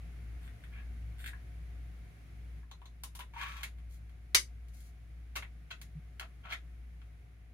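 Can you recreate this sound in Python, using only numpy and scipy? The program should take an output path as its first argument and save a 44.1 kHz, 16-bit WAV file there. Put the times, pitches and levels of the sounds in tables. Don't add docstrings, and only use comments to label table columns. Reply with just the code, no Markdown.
import sys
import numpy as np
from scipy import signal
from scipy.fft import rfft, irfft
from scipy.io import wavfile
from scipy.ndimage import uniform_filter1d

SR = 44100
rng = np.random.default_rng(int(sys.argv[2]) if len(sys.argv) > 2 else 0)


def wrap_up_sound(samples):
    columns = np.atleast_2d(samples).T
    tamed = np.clip(columns, -1, 1)
    steps = np.round(tamed * 32767).astype(np.int16)
    wavfile.write(sys.argv[1], SR, steps)


N = 332334
COCK_START_S, COCK_PEAK_S, COCK_STOP_S = 3.335, 3.415, 3.63


def from_db(db):
    return 10 ** (np.asarray(db) / 20)


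def rms_one(x):
    return x / np.sqrt(np.mean(x ** 2) + 1e-20)


def in_time(rows):
    return np.interp(np.arange(N) / SR, *np.transpose(rows))


def at_hz(points, hz):
    f, value = np.transpose(points)
    return np.interp(np.log(np.maximum(hz, 1)), np.log(f), value)


def add(track, start_s, sound):
    i = int(round(start_s * SR))
    track[i:i + len(sound)] += sound[:N - i]


def coloured(burst, colour, smooth_bins=50, size=16384):
    spectrum = rfft(burst, size)
    hz = np.arange(len(spectrum)) * SR / size
    broad_power = np.abs(uniform_filter1d(np.abs(spectrum) ** 2, smooth_bins)) + 1e-12
    gain = from_db(at_hz(colour, hz)) / np.sqrt(broad_power)
    cepstrum = irfft(np.log(gain))
    cepstrum[1:size // 2] *= 2
    cepstrum[size // 2 + 1:] = 0
    return irfft(spectrum * np.exp(rfft(cepstrum)))


def resonate(x, modes):
    out = 0
    for hz, width, db in modes:
        r = np.exp(-np.pi * width / SR)
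        poles = [1, -2 * r * np.cos(2 * np.pi * hz / SR), r * r]
        out = out + from_db(db) * signal.lfilter([(1 - r * r) / 2, 0, (r * r - 1) / 2], poles, x + 1e-18)
    return out


def diffuse(count, colour):
    # frequency in Hz, likeness of left and right from 0 to 1.
    likeness = [(100, 0.9), (300, .8), (600, 0.3), (1200, 0), (3000, 0.05), (16000, 0)]
    hz = np.fft.rfftfreq(count, 1 / SR)
    alike = at_hz(likeness, hz)
    mid, side = rfft(rng.standard_normal((2, count)))
    pair = np.sqrt(1 + alike) * mid + np.sqrt(1 - alike) * side * [[1], [-1]]
    return irfft(from_db(at_hz(colour, hz)) * pair, count)


def hum():
    # time in seconds, level in dB.
    levels = [(0, -45.5), (1.15, -43), (2.0, -46), (2.24, -52.5), (2.56, -44.5), (2.68, -50), (3.28, -51.5),
              (3.56, -45), (4.0, -48), (5.4, -48), (5.85, -50.5), (7.05, -48), (7.35, -54)]
    # time of a dip in seconds, depth in dB.
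    dips = [(.6, 15), (1.44, 3.5), (2.16, 5), (5.7, 5.5), (7.28, 3)]
    pitch_hz, beat_hz, upper_db = 58.7, 1.386, -15
    opposed_s, dip_width_s = 4.97, 0.036
    t = np.arange(N) / SR
    lower = np.sin(2 * np.pi * pitch_hz * (t - opposed_s))
    upper = from_db(upper_db) * np.sin(2 * np.pi * (pitch_hz + beat_hz) * (t - opposed_s))
    dip_db = sum(depth * np.exp(-((t - s) / dip_width_s) ** 2) for s, depth in dips)
    lean_left = from_db([[.8], [-.8]])
    return np.sqrt(2) * from_db(in_time(levels) - dip_db) * (lower - upper) * lean_left


def hiss():
    # frequency in Hz, relative level in dB.
    colour = [(27, -29), (42, 1), (85, -4), (110, -3.5), (160, -9), (200, -17.5), (290, -17), (450, -23),
              (720, -27), (935, -31), (1440, -25.5), (2230, -26.5), (2760, -31), (5000, -38.5),
              (6600, -39.5), (8000, -45), (12500, -42.5), (15500, -48.5)]
    # centre of a band in Hz, width in Hz, gain in dB.
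    bands = [(107, 13.92, 1), (162.2, 14, 3.5), (229, 7.9, 3.5), (716, 25, 7.5), (2150, 370, -5.5),
             (9830, 770, 3)]
    # time in seconds, midrange level in dB.
    levels = [(0, -65.5), (2.59, -67.8), (2.66, -73.5), (3.3, -71.5), (6.5, -70.5), (7.54, -72.5)]
    dull_from_s, dull_db_per_s, dull_above_hz = 7.09, 5, 4000
    air = diffuse(N, colour)
    air = air + resonate(air, bands)
    midrange = signal.sosfilt(signal.butter(4, [300, 6000], "band", fs=SR, output="sos"), air.mean(axis=0))
    low = signal.sosfilt(signal.butter(1, dull_above_hz, fs=SR, output="sos"), air)
    treble_gain = from_db(-dull_db_per_s * np.maximum(np.arange(N) / SR - dull_from_s, 0))
    return (low + treble_gain * (air - low)) / np.std(midrange) * from_db(in_time(levels))


def grit(count, spread_db):
    return rng.standard_normal(count) * from_db(spread_db * np.minimum(rng.exponential(1, count), 5))


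def friction(pressure, spread_db):
    t = np.arange(len(pressure)) / SR
    catch_db = 3.4 * np.interp(t * 300, np.arange(200), rng.standard_normal(200))
    return pressure * from_db(catch_db) * grit(SR // 2, spread_db)[:len(t)]


def part_colour(level, knock, hollow, edge, sparkle):
    shape = [(120, knock - 16), (330, knock - 4), (650, knock + 1), (950, hollow), (1150, hollow - 1),
             (1550, 0.43), (2400, 0.81), (3600, edge / 3 - 1), (5200, edge), (6600, edge),
             (7900, (edge + sparkle) / 2 - 3), (9600, sparkle + 1), (13000, sparkle - 1),
             (16000, sparkle - 8)]
    return [(hz, level + db) for hz, db in shape]


def touch(excitation, level_db, body_db, bright_db, part):
    tones = {"tube": (-16, -12, -19, -13.5), "cap": (-20, 4.5, -35, -18), "pin": (1, 6, -11.5, -13),
             "bolt": (-4, 5.5, -4, -4), "spring": (-13.5, -2, -15, -20.5),
             "frame": (-13.5, -4.5, -10.5, -10), "latch": (-6.5, -7.5, -8, -12),
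             "lever": (-9.5, -3, -15.5, -27.5)}
    modes = { "tube": [(1550, 190, 3), (1865, 140, 3.5), (3550, 200, 9), (4430, 240, 1), (7500, 87, 14),
             (8600, 200, 14), (13100, 230, 6)], "cap": [(1050, 88, 3), (1680, 79, 22)],
             "pin": [(1040, 230, 3), (3620, 200, 14), (4030, 140, 18.5), (6300, 550, 12)],
             "bolt": [(983, 120, 2), (2950, 140, 3.5), (3540, 330, 3), (6500, 400, -19), (9900, 1200, -5)],
             "spring": [(1125, 175, 8.5), (1680, 130, 4), (2370, 370, 1), (3270, 170, 0.5), (3650, 140, -2),
             (6360, 170, -10)], "frame": [(2120, 330, 0.5), (2710, 130, -13), (3350, 240, 1),
             (4100, 540, -4), (6700, 220, 2.5), (9700, 550, -6)], "latch": [(1177, 124, 11), (2160, 126, 0),
             (2730, 146, 2), (3870, 150, -2), (6670, 230, -17)], "lever": [(694, 47, 12.5), (1307, 176, 9),
             (2540, 280, 0), (3300, 450, 4.5), (4090, 240, -2), (11800, 700, -5)], }
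    knock, hollow, edge, sparkle = tones[part]
    colour = part_colour(level_db, knock + body_db, hollow + body_db, edge + bright_db, sparkle + bright_db)
    contact = coloured(excitation, colour)
    return contact + resonate(contact, modes[part])


def slides():
    # start and length in seconds; relative level, extra body and brightness in dB; part.
    strokes = [(0.409, 0.07, -25.5, 12, 4.5, "tube"), (0.714, 0.12, -14, -9.5, -21, "spring"),
               (1.179, 0.059, -18, 1, 5.5, "tube"), (1.253, 0.044, -12.5, 3, 1.5, "tube"),
               (3.411, 0.26, -8.5, 0.5, 5, "spring"), (3.89, 0.091, -33, 3, 12.5, "frame"),
               (4.715, 0.19, -30, -3, 15, "frame"), (5.354, 0.023, 0, 0.5, 0, "latch"),
               (5.423, 0.011, -8.5, 2, -16, "frame"), (5.704, 0.017, -8, -4.5, 3.5, "lever"),
               (6.429, .08, -12.5, 3, -16, "lever"), (6.488, 0.062, -5, 0.5, 3.5, "lever"),
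               (6.518, .02, 0, -6, -13, "frame")]
    out = np.zeros(N)
    for start, length, *contact in strokes:
        t = np.arange(int(length * SR)) / SR
        pressure = np.abs(np.sin(np.pi * t / length)) ** 0.59
        add(out, start, touch(friction(pressure, spread_db=6.0), *contact))
    return out


def clicks():
    # start and decay in seconds; relative level, extra body and brightness in dB; part.
    touches = [(.477, .002, -22.5, 5, -10, "tube"), (.638, 0.0022, -20, 0, -6.5, "tube"),
               (1.242, 0.0019, -11, -4, -4, "tube"), (1.261, 0.0017, -8.5, -3, -1, "tube"),
               (1.276, .002, -12, -11, -3, "frame"), (1.297, 0.0024, -24, -6, 2, "tube"),
               (1.333, 0.0019, -21.5, -0.5, -4, "cap"), (2.631, 0.0026, -39.5, 9, 2, "cap"),
               (2.7133, 0.0061, -21, -0.5, -0.5, "pin"), (2.817, 0.0053, -26.5, 6, -16, "bolt"),
               (2.856, .005, -26.5, -2.5, 0.5, "pin"), (3.0355, 0.0038, -15.5, 1.5, 7, "bolt"),
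               (3.151, 0.0087, -19.5, -2, 4, "bolt"), (3.191, 0.0052, -15, 3, -2.5, "bolt"),
               (3.206, 0.0036, -10, -5.5, -13, "bolt"), (3.568, 0.0034, -17, -13, 6.5, "spring"),
               (3.632, 0.0054, -2.5, -0.5, -0.5, "frame"), (3.785, .006, -31.5, 8, -5, "frame"),
               (4.094, .003, -33.5, 8, -1, "frame"), (4.683, 0.0052, -37, 0, 9, "frame"),
               (5.7107, 0.00091, -19, -10, -6, "pin"), (5.715, .0005, -13.5, -16, -3, "lever"),
               (5.8148, .0035, -19, 3, 7.5, "frame"), (6.197, .00036, -8, 1, -2, "frame"),
               (6.1976, .0005, -11.5, -10.5, 4.5, "lever"), (6.21, 0.0052, -14, 7, -12, "lever"),
               (6.228, 0.0037, -17, 4.5, -8, "lever"), (6.456, .002, -22.5, 8.5, 1, "lever"),
               (7.017, .0022, -29, 1, -1, "lever")]
    out, t = np.zeros(N), np.arange(SR // 10) / SR
    for start, decay, *contact in touches:
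        chatter = grit(len(t), spread_db=2.5) * np.exp(-t / decay)
        chatter[0] += 0.11 * np.sqrt(np.sum(chatter ** 2))
        add(out, start, touch(chatter, *contact))
    return out


def cocking():
    build_db_per_s, ease_db_per_s = 244, 140
    out, from_peak = np.zeros(N), np.arange(COCK_START_S, COCK_STOP_S, 1 / SR) - COCK_PEAK_S
    effort = from_db(np.minimum(build_db_per_s * from_peak, -ease_db_per_s * from_peak))
    scrape = friction(effort, spread_db=5.0)
    add(out, COCK_START_S, touch(scrape, level_db=0.4, body_db=0, bright_db=-0.5, part="spring"))
    return out


def squeak():
    # start of a grab in seconds, relative level in dB, decay in seconds.
    grabs = [(3.336, -51, 0.022), (3.361, -37.5, 0.014), (3.435, -45, .07)]
    rest_hz, top_hz, climb_hz_per_s = 917, 1330, 2700
    bolt_moves_s, attack_s = 3.366, 0.0017
    out, t = np.zeros(N), np.arange(COCK_START_S, COCK_STOP_S, 1 / SR)
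    wander, flutter = (np.interp(t * 400, np.arange(3200), row) for row in rng.standard_normal((2, 3200)))
    hz = np.clip(rest_hz + climb_hz_per_s * (t - bolt_moves_s), rest_hz, top_hz)
    phase = 2 * np.pi * np.cumsum(hz * (1 + 0.055 * wander)) / SR
    level = sum(from_db(db) * np.clip((t - s) / attack_s, 0, 1) * np.exp(-np.abs(t - s) / decay)
                for s, db, decay in grabs)
    add(out, COCK_START_S, level * from_db(1.8 * flutter) * np.sin(phase))
    return out


def snap():
    # start in seconds, decay in seconds, relative strength in dB.
    hammer = [(4.3466, 0.00088, 2.5), (4.3482, 0.0011, -1.5), (4.3515, 0.0018, -3), (4.352, 0.0012, -2.5),
              (4.3533, 0.0017, -5)]
    # frequency in Hz, relative level in dB.
    colour = [(100, -20), (250, -2.5), (450, 7), (700, 2.5), (1100, 10), (1900, 13.5), (2700, 11.5),
              (4700, 15.5), (6200, 15), (7600, 7.5), (9300, 10), (11000, 7.5), (13000, 5.5), (15500, -2)]
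    # frequency in Hz, width in Hz, relative gain in dB.
    receiver = [(2060, 62, 10), (2208, 86, 8.5), (2891, 50, 2), (3050, 27, 0.5), (3773, 51, 2.5),
                (4134, 80, 2.5), (4576, 26, 5), (4804, 100, 1.5), (6100, 40, 1.5), (6400, 34, 3.5),
                (8700, 50, 3), (9330, 120, 1.5), (10400, 50, 1.5), (12300, 120, -0.5)]
    blows, strike, t = np.zeros(SR // 10), np.zeros(N), np.arange(SR // 20) / SR
    landing_s = min(row[0] for row in hammer)
    for start, decay, db in hammer:
        add(blows, start - landing_s, from_db(db) * rng.choice([-1, 1], len(t)) * np.exp(-t / decay))
    add(strike, landing_s, coloured(blows, colour, smooth_bins=30))
    return strike + from_db(-1.5) * resonate(strike, receiver)


def bump():
    knock = (5.951, .048, 153, -40)
    start, length, hz, db = knock
    out, t = np.zeros(N), np.arange(int(length * SR)) / SR
    swell = np.abs(np.sin(np.pi * t / length)) ** 0.52
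    add(out, start, from_db(db) * swell * np.sin(2 * np.pi * hz * t))
    return out


def room(x, direct_db, early_db, early_s, left_db):
    # frequency in Hz, reverberation time in seconds.
    decay_times = [(200, 0.39), (700, 0.13), (2000, 0.13), (5000, 0.15), (10000, 0.16), (16000, 0.0636)]
    t = np.arange(SR // 3) / SR
    flat = [(20, 0), (20000, 0)]
    noise = rfft(diffuse(len(t), flat))
    hz, tail = np.fft.rfftfreq(len(t), 1 / SR), 0
    for centre, t60 in decay_times:
        band = at_hz([(f, float(f == centre)) for f, _ in decay_times], hz)
        tail = tail + irfft(noise * band, len(t)) * from_db(-60 * t / t60)
    early_lift = 1 + from_db(early_db) * np.exp(-t / early_s)
    response = rms_one(tail * early_lift) / np.sqrt(len(t))
    response[[0, 1], [3, 0]] += from_db(direct_db)
    evened = [coloured(side, flat, smooth_bins=90) for side in response]
    pair = np.array([signal.fftconvolve(x, side)[:N] for side in evened])
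    return pair * from_db([[left_db / 2], [-left_db / 2]])


def scene():
    handling = from_db(-0.47) * (clicks() + slides() + cocking() + squeak())
    shot = snap()
    return (room(handling, direct_db=-8.5, early_db=1.5, early_s=0.0025, left_db=1.5)
            + room(shot, direct_db=-10.0, early_db=6.0, early_s=0.0025, left_db=2.0)
            + bump() + hum() + hiss())


def record(dry):
    ceiling, cutoff_hz = 0.8, 15800
    rounded = ceiling * np.tanh(dry / ceiling)
    return signal.sosfilt(signal.ellip(10, .2, 80, cutoff_hz, fs=SR, output="sos"), rounded)


dry = scene()
out = record(dry)
wrap_up_sound(out)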